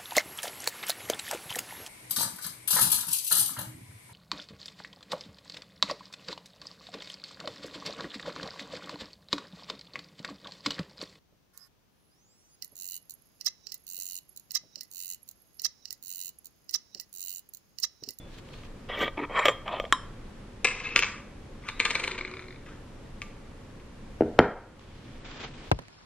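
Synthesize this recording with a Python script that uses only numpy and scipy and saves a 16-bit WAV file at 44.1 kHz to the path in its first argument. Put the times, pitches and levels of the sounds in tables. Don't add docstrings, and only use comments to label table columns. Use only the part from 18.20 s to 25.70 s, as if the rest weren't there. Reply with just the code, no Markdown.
import sys
import numpy as np
from scipy import signal
from scipy.fft import rfft, irfft, next_fast_len
from scipy.io import wavfile
from scipy.ndimage import uniform_filter1d, map_coordinates

SR = 44100
rng = np.random.default_rng(int(sys.argv[2]) if len(sys.argv) > 2 else 0)


def to_linear_factor(level_db):
    exponent = np.asarray(level_db, float) / 20
    return 10 ** exponent


def generate_wav(signal):
    frames = np.transpose(np.atleast_2d(signal))
    scaled = np.clip(frames, -1, 1) * 32767
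    pcm = np.round(scaled).astype(np.int16)
    wavfile.write(sys.argv[1], SR, pcm)


N = 330750
SIZE = next_fast_len(N + SR // 2)
HZ = np.fft.rfftfreq(SIZE, 1 / SR)
SHORT = 2 ** 14

# (f/Hz, density/dB)
AIR_SPECTRUM = [(12, -28), (20, 5), (49, -8.5), (77, -7.5), (138, -7.5), (172, -13.5), (210, -8.5),
                (388, -17), (558, -16), (624, -23.5), (1090, -24.5), (1480, -28), (1760, -28), (11400, -46),
                (16000, -59)]
AIR_DB = -45.5
# (f/Hz, likeness/1)
NOISE_ALIKE = [(60, 1), (130, 1), (290, 0.841), (640, 0.6), (1410, 0.52), (3100, 0.25), (6820, -0.066),
               (15000, -0.67)]
# (f/Hz, t60/s)
ROOM_T60 = [(100, 0.18), (500, 0.52), (1400, 0.6), (3000, 0.469), (8000, 0.37)]
# (f/Hz, level/dB)
ECHO_SPECTRUM = [(50, 13.5), (350, -2.5), (900, -3), (1800, -4.5), (3000, -7.5), (5000, 0), (10000, 1)]
# (f/Hz, likeness/1)
ECHO_ALIKE = [(100, 1), (800, 0.99), (2500, 0.97), (6000, -0.77)]

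# (start/s, end/s, first level/dB, last level/dB)
RUSTLE_STROKES = [
    [(.08, 0.19, -70.5, -58), (.25, 0.47, -67.5, -62), (.338, 0.33, -54, -55)],
    [(6.596, 6.6, -50, -69), (6.61, 7.03, -62, -62), (7.05, 7.19, -50, -53), (7.2, 7.25, -50, -44),
     (7.265, 7.33, -51.5, -62), (7.34, 7.5, -57, -55.5)],
]
# (f/Hz, density/dB)
SKIN_SPECTRUM = [(880, -51), (1500, -13.5), (3760, -10), (4350, -13.5), (4750, -16), (13700, -36.5),
                 (15500, -32)]
# (f/Hz, density/dB)
CLOTH_SPECTRUM = [(120, -44), (200, -21), (272, -10), (521, -14.5), (3350, -15), (7150, -30), (8570, -35),
                  (9210, -74), (15000, -81.5)]
# (start/s, end/s, first level/dB, last level/dB, f/Hz)
SQUEAKS = [
    (0, .09, -54, -66, 3455),
    (.32, .365, -62, -62, 4300),
    (3.51, 3.575, -59, -53, 3820),
    (3.49, 3.54, -53, -60, 3600),
]
# (start/s, end/s, first level/dB, last level/dB, f/Hz)
AFTERRINGS = [
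    (1.743, 1.88, -48, -62, 3155),
    (1.748, 1.84, -51, -65, 5320),
]

# (t/s, peak/dB, bass/dB, treble/dB)
TOUCHES = [
    (6.0078, -8.5, -9.5, -20),
    (6.0203, -10.5, -21, -24),
    (6.033, -22.5, -4, -43),
    (6.048, -35, -16, -37),
    (7.046, -33, -3, -5),
]
# (t/s, peak/dB, bass/dB, treble/dB)
FOOT_BLOWS = [
    (6.186, -27.5, -15, -10),
    (6.1898, 2.5, -18.5, -4.5),
    (6.194, -18, -42, 3.5),
    (6.201, -8.5, -25, -26),
]
# (f/Hz, width/Hz, level/dB)
SOFT_TABLE_MODES = [(112, 59, -25), (226, 37, 5.5), (378, 240, 7), (780, 460, -10), (1450, 250, -1.5),
                    (2050, 410, -0.5), (2900, 180, 12)]
# (f/Hz, width/Hz, level/dB)
TABLE_MODES = [(108, 46, -14.5), (247, 25, 1), (347, 60, -1), (494, 410, 6.5), (950, 420, -8),
               (1235, 180, -3.5), (1570, 600, -7), (2040, 145, 3), (2250, 256, -8.5), (3170, 140, -2)]
# (f/Hz, density/dB)
TABLE_CRACK = [(20, -46), (60, -31.5), (300, 3), (1000, -22.5), (1900, -4), (3300, -19.5), (4500, -42),
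               (9000, -65), (16000, -70.5)]

# (start/s, end/s, first level/dB, last level/dB, bass/dB)
TURNS = [
    [(0.691, 0.785, -35.5, -38, -7), (0.798, 0.846, -34.5, -30, -4), (0.855, 0.89, -32, -41, 0.5)],
    [(0.974, 1.03, -38, -40.5, 5.5), (1.035, 1.054, -34.5, -40.5, -1.5)],
    [(1.1, 1.15, -45, -46, 4), (1.158, 1.2, -28, -28, -13.5), (1.21, 1.247, -35, -34, -10),
     (1.31, 1.43, -64, -68, -20)],
    [(1.462, 1.5, -37.5, -36, 0), (1.51, 1.53, -34.5, -32, 1), (1.535, 1.59, -33, -38.5, 0),
     (1.606, 1.615, -51, -65, 0)],
]
TURN_TREBLE_DB = [-25, -31, -28, -29.5]
TURN_BROAD_DB = [-8.5, -17.5, -14, -13.5]
# (peak t/s, peak/dB, bass/dB, treble/dB)
SURGES = [
    [(0.826, -31, -1, 0)],
    [],
    [(1.192, -27, -8, -17), (1.287, -27, -1, -9)],
    [(1.655, -46, 6, -13)],
]
BIND_DB_PER_S, FREE_DB_PER_S, SURGE_DEPTH_DB = 298, 513, 41
WRIST_ATTACK_S = 0.014
ATTACK_S, RELEASE_S, EDGE_DB = 0.016, 0.039, 30
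# (f/Hz, width/Hz, level/dB)
TIGHT_MODES = [(547, 304, -1), (973, 110, 2), (1195, 41, 6), (1570, 72, -3.5), (1910, 79, 2.5),
               (2290, 65, -0.5), (2960, 78, -22), (3340, 150, 0.5), (3700, 140, -7), (5050, 48, -27),
               (5250, 40, -27.5)]
# (f/Hz, width/Hz, level/dB)
EASING_MODES = [(287, 18, 0.5), (408, 58, -5.5), (945, 106, -1.5), (1250, 68, 2), (1890, 170, -0.5),
                (2280, 110, -1), (2540, 79, -7), (2930, 110, -18), (3240, 38, -29), (7290, 46, -37)]
# (f/Hz, width/Hz, level/dB)
BINDING_MODES = [(496, 120, -4.5), (1100, 180, 4), (1854, 76, 6), (2000, 140, 0.5), (2260, 84, 4),
                 (2495, 49, 2.5), (2800, 73, -19), (3218, 16, 7.5), (3560, 15, -15), (3770, 170, -22),
                 (5770, 80, -25), (7253, 28, -10)]
# (f/Hz, width/Hz, level/dB)
SLACK_MODES = [(644, 120, 6), (1020, 160, 1.5), (1240, 48, 3.5), (1860, 142, -9.5), (2240, 89, -8),
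               (2580, 73, -4.5), (3020, 68, -13), (3480, 12, -15), (3590, 48, -23), (5870, 45, -38),
               (7340, 140, -19)]
# (t/s, peak/dB, bass/dB, treble/dB)
CATCHES = [(0.185, -46, -22, 1), (0.288, -42, -25, -7), (0.3391, -37, -35, -25), (0.4344, -39, -28, -13),
           (0.7915, -33, -24, -4), (0.824, -38, -18, -40), (0.8789, -22, -1.5, -44),
           (0.9734, -33.5, -1, -33), (1.0503, -39, -7, -39), (1.192, -17.5, -14.5, -39),
           (1.2515, -32, -27, -7), (1.2545, -5.5, -7, -13.5), (1.2575, -8, -5.5, -7.5),
           (1.2646, -10.5, -9, -43), (1.283, -5.5, -6, -17), (1.2924, -19, 6, -31), (1.479, -21, -15, -22),
           (1.5988, -17, -1, -16), (1.6403, -37, 13.5, -30), (1.6513, -27, -16, -35)]
# (f/Hz, width/Hz, level/dB)
JAR_MODES = [(566, 118, 2.5), (1210, 34, 8), (1770, 270, -6), (2210, 100, 1.5), (2500, 58, -5),
             (3260, 170, 0), (3470, 190, -5), (3540, 16, -7), (5160, 45, -39), (5430, 66, -19),
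             (5830, 33, -15), (7350, 64, -16.5), (7354, 14, -20), (3210, 6.2, 2)]
# (f/Hz, density/dB)
JAR_CRACK = [(120, -42), (555, -22), (871, -3.5), (1210, -8.5), (1480, -29), (1790, -11), (2760, -2),
             (3160, 3), (4410, -20), (7470, -45), (9300, -26), (10900, -39), (12200, -30.5), (15000, -35.5),
             (16000, -90.5)]
# (t/s, peak/dB, bass/dB, treble/dB)
CLINKS = [
    (1.725, -5.5, -7.5, -10),
    (1.7469, -31, -1, -36),
]
# (f/Hz, width/Hz, level/dB)
LIFTED_MODES = [(1026, 15.7, 13), (1216, 15, 1), (1704, 94, 0.5), (3130, 11, 1.5), (3120, 64, -18),
                (3650, 23.5, -23), (3820, 30, -6), (4174, 59, -16), (5100, 130, -18), (5330, 53, -18),
                (5870, 50, -21), (7250, 70, -22), (9000, 100, -8)]
# (f/Hz, density/dB)
LIFTED_CRACK = [(180, -25), (300, -15.5), (800, -33), (1100, 6.5), (2520, -21.5), (3190, 0), (4440, -38),
                (7320, -15.5), (9390, -33), (16000, -58)]

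# (t/s, peak/dB, bass/dB, treble/dB)
RIM_BLOWS = [(2.446, -13.5, -49.5, 1), (2.448, -24.5, -3, -12), (2.451, -13.5, -50, -24),
             (2.471, -20, -34.5, -18.5), (2.478, -29, -41, -26), (2.485, -22, -28, -29),
             (2.504, -26.5, -27, -45), (2.513, -28, -17, -21), (2.568, -41, -20, -20), (2.6, -30, -22, -11),
             (2.613, -38, -21, -15), (2.642, -38, -16, -27), (2.655, -36, -17.5, -23),
             (2.69, -35.5, -24, -19), (2.728, -36, -11, -30)]
# (start/s, end/s, first level/dB, last level/dB, bass/dB)
ROLLS = [
    (2.485, 2.617, -44.5, -40.5, -19),
    (2.639, 2.757, -34.5, -45, -13.5),
]
# (f/Hz, width/Hz, level/dB)
RIM_MODES = [(490, 96, -8.5), (1044, 15, -3.5), (1690, 62, -9), (2110, 70, 2.5), (2578, 71, 0.5),
             (3520, 90, -21), (3670, 86, -16.5), (4100, 120, -33), (4580, 81, -38.5), (5350, 40, -17),
             (6920, 20, -9.5), (7900, 150, -13), (8700, 48, -9.5), (10850, 30, -20.5)]
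# (f/Hz, density/dB)
RIM_CRACK = [(88, -48.5), (150, -31.5), (431, -19), (514, -16), (716, -10.5), (1190, -12), (1500, -17.5),
             (2500, 1.5), (3040, -17.5), (6390, -18.5), (16000, -69.5)]
# (t/s, peak/dB, bass/dB, treble/dB)
FALL_BLOWS = [
    (2.761, -2.5, -25.5, -19),
    (2.777, -14, -31, -23),
    (2.791, -11, -15.5, -10.5),
    (2.824, -12, -44, -35.5),
    (2.83, -15.5, -28, -39),
    (2.834, -16, -20, -36),
    (2.844, -21, -10, -26),
    (5.018, -23, -25, -16),
]
# (f/Hz, width/Hz, level/dB)
FLAT_MODES = [(467, 130, -3), (950, 55, -35), (1183, 15, 4.5), (1606, 33, 1.5), (2220, 240, 2),
              (2610, 245, 3.5), (3150, 230, -1.5), (3595, 67, -1.5), (4100, 150, -10), (4850, 210, -5.5),
              (6850, 1800, -6), (6970, 25, -23), (8780, 60, -14), (10850, 23, 6)]
# (f/Hz, density/dB)
FLAT_CRACK = [(88, -72), (150, -37.5), (457, -2), (689, -38), (871, -5), (2310, 5.5), (3350, -35.5),
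              (4160, -7.5), (7620, -46.5), (11900, -44), (16000, -93.5)]
# (start/s, end/s, first level/dB, last level/dB, bass/dB)
SLIDES = [
    (2.453, 2.74, -48, -53, -12),
    (2.76, 2.832, -36, -51, -1),
    (2.826, 3.01, -38, -55, -18),
    (3.423, 3.5, -59, -41.5, -10),
    (3.51, 3.6, -70, -49, -10),
    (3.608, 3.82, -43, -43.5, -4),
    (3.83, 4.26, -44, -59.5, -1.5),
    (4.462, 4.583, -51.5, -62.5, 1),
]
ROLL_TREBLE_DB, SLIDE_TREBLE_DB = -34, -33.5
# (t/s, peak/dB, bass/dB, treble/dB)
STRAY_ROCKS = [
    (3.488, -20.5, -30, -13),
    (5.602, -45.5, -12, -27),
]
ROCK_DB = [-12.5, -11, -13.5, -14.5, -19, -15.5, -18, -23, -32, -20.5]
ROCK_S, ROCK_GAP_S, ROCK_SHRINK = 3.601, .0538, .94
ROCK_BASS_DB, ROCK_TREBLE_DB, DULLING_DB_PER_DB = -17.5, -7, 0.44
# (f/Hz, width/Hz, level/dB)
ROCKING_MODES = [(483, 85, -12.5), (886, 60, -8.5), (1204, 37, -9), (1550, 24, -2.5), (2265, 290, -2),
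                 (3250, 220, -21.5), (3540, 30, -5.5), (4140, 166, -7.5), (4630, 87, -13), (5420, 60, -16),
                 (6170, 320, -24), (6900, 34, -25), (7640, 60, -25)]
# (f/Hz, density/dB)
DRAG_SPECTRUM = [(88, -31), (150, -12), (450, -2), (730, -18), (1000, -2.5), (2100, -4.5), (3300, -9.5),
                 (4100, -19.5), (7870, -11), (12000, -41), (15600, -91)]
# (t/s, peak/dB)
TIPS = [(3.9118, -26), (4.0097, -25), (4.0496, -26.5), (4.0773, -30), (4.1132, -31), (4.138, -31),
        (4.1686, -32), (4.1932, -33.5), (4.2226, -35.5), (4.241, -40.5), (4.266, -47), (4.2828, -38),
        (4.3067, -39.5), (4.3255, -42.5), (4.3444, -45), (4.3597, -44)]
TIP_BASS_DB, TIP_TREBLE_DB = -10, -10.5
# (f/Hz, width/Hz, level/dB)
EDGE_MODES = [(368.6, 10, -2), (1240, 280, -6), (2200, 235, 10.5), (2500, 270, -0.5), (3580, 105, 1.5),
              (4120, 130, 3), (4800, 220, -8)]

# (f/Hz, phase/rad)
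JAR_LEAD = [(8300, 0), (8800, 2.8), (13100, 2.8), (13600, 6.3)]
# (f/Hz, phase/rad)
LID_LEAD = [(0, 0), (3190, .7), (4220, 1.8), (6500, 2.1), (7000, 3.1), (14700, 3.3), (15400, 9.5)]
# (f/Hz, phase/rad)
TABLE_LEAD = [(2760, 0), (7600, .2), (9000, 2.3), (14000, 2.6)]
# (f/Hz, left-right/dB)
JAR_PAN = [(100, 0.2)]
# (f/Hz, left-right/dB)
LID_PAN = [(550, 2.5), (1650, 2), (15000, 5.5)]

REST_DB, DUCK_DB = 0, -4
DUCK_S, CLAMP_S, HOLD_S, RECOVER_S = 6.19, 0.14, 0.18, 0.45
# (start/s, end/s, f/Hz)
CEILINGS = [ (1.745, 1.82, 9800), (2.455, 2.62, 7500), (2.62, 2.75, 7500), (2.805, 2.89, 7000),
            (2.89, 2.94, 8200), (3.59, 3.68, 8600), (3.9, 4.08, 8600), (7.04, 7.27, 7800),
            (1.83, 2.43, 12500), (2.94, 3, 10300), (3, 3.47, 12500), (3.68, 3.82, 11000),
            (4.08, 4.24, 11500), (4.24, 5, 12600), (5.05, 6.18, 12500), (6.2, 6.99, 12300),
            (6.99, 7.04, 10000), (7.27, 7.38, 9000), (7.38, 7.44, 10200)]
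OPEN_HZ, RAGGED_HZ = 16400, 350
SPARED_DB, SPARED_SHARE = 5.5, .65


def unit(x):
    return x / np.sqrt(np.mean(x ** 2) + 1e-20)


def along(points, hz=HZ):
    f, v = np.transpose(points)
    return np.interp(np.log(hz + 1), np.log(f + 1), v)


def curves(rows):
    s, level, *cols = np.transpose(rows)
    t = np.arange(N) / SR
    return [np.interp(t, s, level, -120, -120)] + [np.interp(t, s, c) for c in cols]


def wobble(rate_hz):
    knots = rng.standard_normal(int(N * rate_hz / SR) + 4)
    return map_coordinates(knots, [np.arange(N) * rate_hz / SR])


def filtered(x, response):
    return irfft(rfft(x, SIZE) * response, SIZE)[..., :N]


def rush(spectrum, alike):
    turn = np.arccos(np.clip(along(alike), -1, 1)) / 2
    response = to_linear_factor(along(spectrum)) * [np.cos(turn), np.sin(turn)]
    mid, side = filtered(rng.standard_normal((2, N)), response)
    return np.array([mid + side, mid - side]) / np.sqrt(np.mean(mid ** 2))


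def rub(start, end, first_db, last_db, *tone, attack_s=ATTACK_S, release_s=RELEASE_S):
    return [(start - attack_s, first_db - EDGE_DB, *tone),
            (start, first_db, *tone),
            (end, last_db, *tone),
            (end + release_s, last_db - EDGE_DB, *tone)]


def body(modes, broad, broad_db, low_hz, high_hz, top_hz):
    hz = np.fft.rfftfreq(SHORT, 1 / SR)

    def under(edge_hz):
        return 1 / (1 + 1j * np.sqrt(2) * hz / edge_hz - (hz / edge_hz) ** 2)

    def over(edge_hz):
        return -(hz / edge_hz) ** 2 * under(edge_hz)

    cepstrum = irfft(np.log(to_linear_factor(along(broad, hz) + broad_db) + 1e-6), SHORT)
    cepstrum[1:SHORT // 2] *= 2
    cepstrum[SHORT // 2 + 1:] = 0
    crack = np.exp(rfft(cepstrum))
    rings = sum((-1) ** k * to_linear_factor(db) * 1j * hz * w / (c * c - hz ** 2 + 1j * hz * w)
                for k, (c, w, db) in enumerate(modes))
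    whole = rings * under(top_hz) ** 2 + crack
    ranges = [over(low_hz) * under(high_hz), under(low_hz) ** 2, over(high_hz) ** 2]
    return irfft(whole * ranges, SHORT)


def rung(force, parts):
    busy = np.flatnonzero(np.abs(force[0]) > 1e-5)
    first, last = busy[0], busy[-1]
    out = np.zeros(N + SHORT)
    out[first:last + SHORT] = signal.oaconvolve(force[:, first:last + 1], parts, axes=1).sum(0)
    return out[:N]


def struck(events, parts, chatter_db, lead_s, chatter_s, count):
    force = np.zeros((3, N))
    for (s, db, bass_db, treble_db), luck in zip(events, rng.random((len(events), 4, count))):
        late = (lead_s + chatter_s) * luck[0] - lead_s
        fade_db = np.where(late < 0, 14 * late / lead_s, -14 * late / chatter_s)
        chatter = to_linear_factor(chatter_db + fade_db) * np.cos(2 * np.pi * luck[1:])
        size = np.c_[np.ones(3), chatter]
        at = np.round((s + np.append(0, late)) * SR).astype(int)
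        force[:, at] += to_linear_factor(db + np.array([[0], [bass_db], [treble_db]])) * size
    return rung(force, parts / np.abs(parts).max(axis=1, keepdims=True))


def grit(per_second, judder_db, judder_hz, patchy_db):
    slips = (rng.random(N) < per_second / SR) * rng.standard_normal(N)
    slips = slips * to_linear_factor(judder_db * wobble(judder_hz))
    z = signal.stft(slips, nperseg=256)[2]
    field = uniform_filter1d(rng.standard_normal(z.shape), size=3, axis=0)
    field = uniform_filter1d(field, size=8, axis=1)
    return unit(signal.istft(z * to_linear_factor(patchy_db * unit(field)), nperseg=256)[1][:N])


def rubbed(strokes, parts, slips):
    force = np.zeros((3, N))
    for rows in strokes:
        db, bass_db, treble_db = curves(rows)
        on = db > db.min()
        force[:, on] += to_linear_factor(db[on] + np.array([0 * db[on], bass_db[on], treble_db[on]]))
    return rung(force * slips, parts / np.linalg.norm(parts, axis=1, keepdims=True))


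def placed(x, lead, pan):
    half = np.exp(.5j * np.interp(HZ, *np.transpose(lead))) * to_linear_factor(along(pan) / 2)
    return filtered(x, np.array([half, 1 / half]))


def room_tone():
    return to_linear_factor(AIR_DB + 0.37 * wobble(4.6)) * rush(AIR_SPECTRUM, NOISE_ALIKE)


def room(x):
    out, step = np.zeros((2, N + SR)), SR // 5
    noise = np.tile(rush(ECHO_SPECTRUM, ECHO_ALIKE), 2)
    for start in range(0, N, step):
        hz, t, z = signal.stft(noise[:, start:start + SR // 2], SR, nperseg=256)
        decay = to_linear_factor(-60 * t / along(ROOM_T60, hz)[:, None])
        tail = signal.istft(z * decay, SR, nperseg=256)[1]
        tail = tail / np.linalg.norm(tail[0])
        wet = signal.fftconvolve(x[None, start:start + step], tail, axes=1)
        out[:, start + 300:start + 300 + wet.shape[1]] += wet
    return out[:, :N]


def rustle():
    skin, sleeve = (sum(to_linear_factor(curves(rub(*row))[0]) for row in rows) for rows in RUSTLE_STROKES)
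    grain = to_linear_factor(3.0 + 1.6 * wobble(70) + 0.79 * wobble(400))
    return grain * (skin * rush(SKIN_SPECTRUM, NOISE_ALIKE) + sleeve * rush(CLOTH_SPECTRUM, NOISE_ALIKE))


def squeaks():
    t, drift = np.arange(N) / SR, 2.0 * wobble(90)
    return sum(to_linear_factor(curves(rub(*row))[0]) * np.sin(2 * np.pi * hz * t + drift)
               for *row, hz in SQUEAKS + AFTERRINGS)


def set_down():
    soft = body(SOFT_TABLE_MODES, TABLE_CRACK, broad_db=-11, low_hz=157, high_hz=1000, top_hz=1730)
    hard = body(TABLE_MODES, TABLE_CRACK, broad_db=3.0, low_hz=137.0, high_hz=1370, top_hz=3560)
    touch = struck(TOUCHES, soft, chatter_db=-8, lead_s=0.00025, chatter_s=0.0124, count=3)
    thump = struck(FOOT_BLOWS, hard, chatter_db=-15, lead_s=.0002, chatter_s=.004, count=4)
    return thump - touch


def surge(s, db, *tone):
    low_db = db - SURGE_DEPTH_DB
    return [(s - SURGE_DEPTH_DB / BIND_DB_PER_S, low_db, *tone),
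            (s, db, *tone),
            (s + SURGE_DEPTH_DB / FREE_DB_PER_S, low_db, *tone)]


def scrape():
    slips = grit(per_second=11000, judder_db=1.8, judder_hz=200, patchy_db=3.2)
    grips = (TIGHT_MODES, EASING_MODES, BINDING_MODES, SLACK_MODES)
    out = 0
    for modes, turns, surges, broad_db, treble_db in zip(grips, TURNS, SURGES, TURN_BROAD_DB, TURN_TREBLE_DB):
        strokes = [rub(*row, treble_db, attack_s=WRIST_ATTACK_S, release_s=0.0048) for row in turns]
        strokes += [surge(*row) for row in surges]
        lid = body(modes, JAR_CRACK, broad_db, low_hz=790, high_hz=4270, top_hz=9850)
        out = out + rubbed(strokes, lid, slips)
    return out


def twisting():
    held = body(JAR_MODES, JAR_CRACK, broad_db=-8.0, low_hz=850, high_hz=5200, top_hz=9500)
    lifted = body(LIFTED_MODES, LIFTED_CRACK, broad_db=1.5, low_hz=1520, high_hz=4800, top_hz=17100)
    catches = struck(CATCHES, held, chatter_db=-11, lead_s=.0005, chatter_s=.006, count=5)
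    clink = struck(CLINKS, lifted, chatter_db=5.5, lead_s=.0003, chatter_s=0.0045, count=4)
    return scrape() + catches + clink


def quickening(first_s, gap_s, shrink, k):
    return first_s + gap_s * (1 - shrink ** k) / (1 - shrink)


def rocks():
    return [(quickening(ROCK_S, ROCK_GAP_S, ROCK_SHRINK, k), db, ROCK_BASS_DB,
             ROCK_TREBLE_DB + DULLING_DB_PER_DB * (db - max(ROCK_DB)))
            for k, db in enumerate(ROCK_DB)]


def loose_lid():
    upright = body(RIM_MODES, RIM_CRACK, broad_db=-4.5, low_hz=840, high_hz=4920, top_hz=10600)
    lying = body(FLAT_MODES, FLAT_CRACK, broad_db=-6.5, low_hz=815, high_hz=4900, top_hz=11000)
    tilted = body(ROCKING_MODES, DRAG_SPECTRUM, broad_db=-15, low_hz=800, high_hz=5300, top_hz=11300)
    sliding = body(ROCKING_MODES, DRAG_SPECTRUM, broad_db=19.5, low_hz=825, high_hz=4800, top_hz=9000)
    tipping = body(EDGE_MODES, FLAT_CRACK, broad_db=-40.5, low_hz=800, high_hz=4700, top_hz=7000)
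    slips = grit(per_second=6000, judder_db=0.1, judder_hz=130, patchy_db=3)

    landing = struck(RIM_BLOWS, upright, chatter_db=2.5, lead_s=0.00067, chatter_s=0.011, count=6)
    roll = rubbed([rub(*row, ROLL_TREBLE_DB) for row in ROLLS], upright, slips)
    fall = struck(FALL_BLOWS, lying, chatter_db=-4.0, lead_s=0.0015, chatter_s=.012, count=8)
    slide = rubbed([rub(*row, SLIDE_TREBLE_DB) for row in SLIDES], sliding, slips)
    blows = STRAY_ROCKS[:1] + rocks() + STRAY_ROCKS[1:]
    rocking = struck(blows, tilted, chatter_db=4.5, lead_s=0.0066, chatter_s=.012, count=20)
    tips = [(*row, TIP_BASS_DB, TIP_TREBLE_DB) for row in TIPS]
    swings = struck(tips, tipping, chatter_db=2, lead_s=0.00097, chatter_s=0.008, count=8)
    return landing + roll + fall + slide + to_linear_factor(-5.5) * rocking + to_linear_factor(-1.5) * swings


def scene():
    jar, lid, thump = twisting(), loose_lid(), set_down()
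    near = placed(jar, JAR_LEAD, JAR_PAN) + placed(lid, LID_LEAD, LID_PAN)
    near = near + placed(thump, TABLE_LEAD, [(100, 1.0)])
    echoes = room(to_linear_factor(-15.5) * jar + to_linear_factor(-5.0) * lid + to_linear_factor(-6.0) * thump)
    return near + echoes + rustle() + room_tone() + squeaks()


def gain_control(x):
    turns = DUCK_S + np.cumsum([0, CLAMP_S, HOLD_S, RECOVER_S])
    return x * to_linear_factor(np.interp(np.arange(N) / SR, turns, [REST_DB, DUCK_DB, DUCK_DB, REST_DB]))


def thin_treble(x):
    hz, t, z = signal.stft(x, SR, nperseg=1024)
    top = np.full(len(t), OPEN_HZ)
    for start, end, edge_hz in CEILINGS:
        top[(t > start) & (t < end)] = edge_hz
    top = top + RAGGED_HZ * np.repeat(rng.standard_normal(len(t)), repeats=3)[:len(t)]
    lasting = uniform_filter1d(np.abs(z).sum(0), size=5, axis=1)
    around = uniform_filter1d(lasting, size=25, axis=0)
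    strong = 1. * (lasting > to_linear_factor(SPARED_DB) * around)
    line = uniform_filter1d(strong, size=3, axis=0) > 0
    luck = np.kron(rng.random((len(hz) // 16 + 1, len(t) // 4 + 1)), np.ones((16, 4)))
    line &= luck[:len(hz), :len(t)] < SPARED_SHARE
    return signal.istft(z * ((hz[:, None] < top) | line), SR, nperseg=1024)[1][:, :N]


def top_cut(x):
    return signal.sosfilt(signal.butter(12, 16430, fs=SR, output="sos"), x)


def record(dry):
    x = gain_control(dry)
    x = x / (1 + np.abs(x) ** 6) ** (1 / 6)
    x = thin_treble(x)
    return top_cut(x)


dry = scene()
out = record(dry)
generate_wav(out)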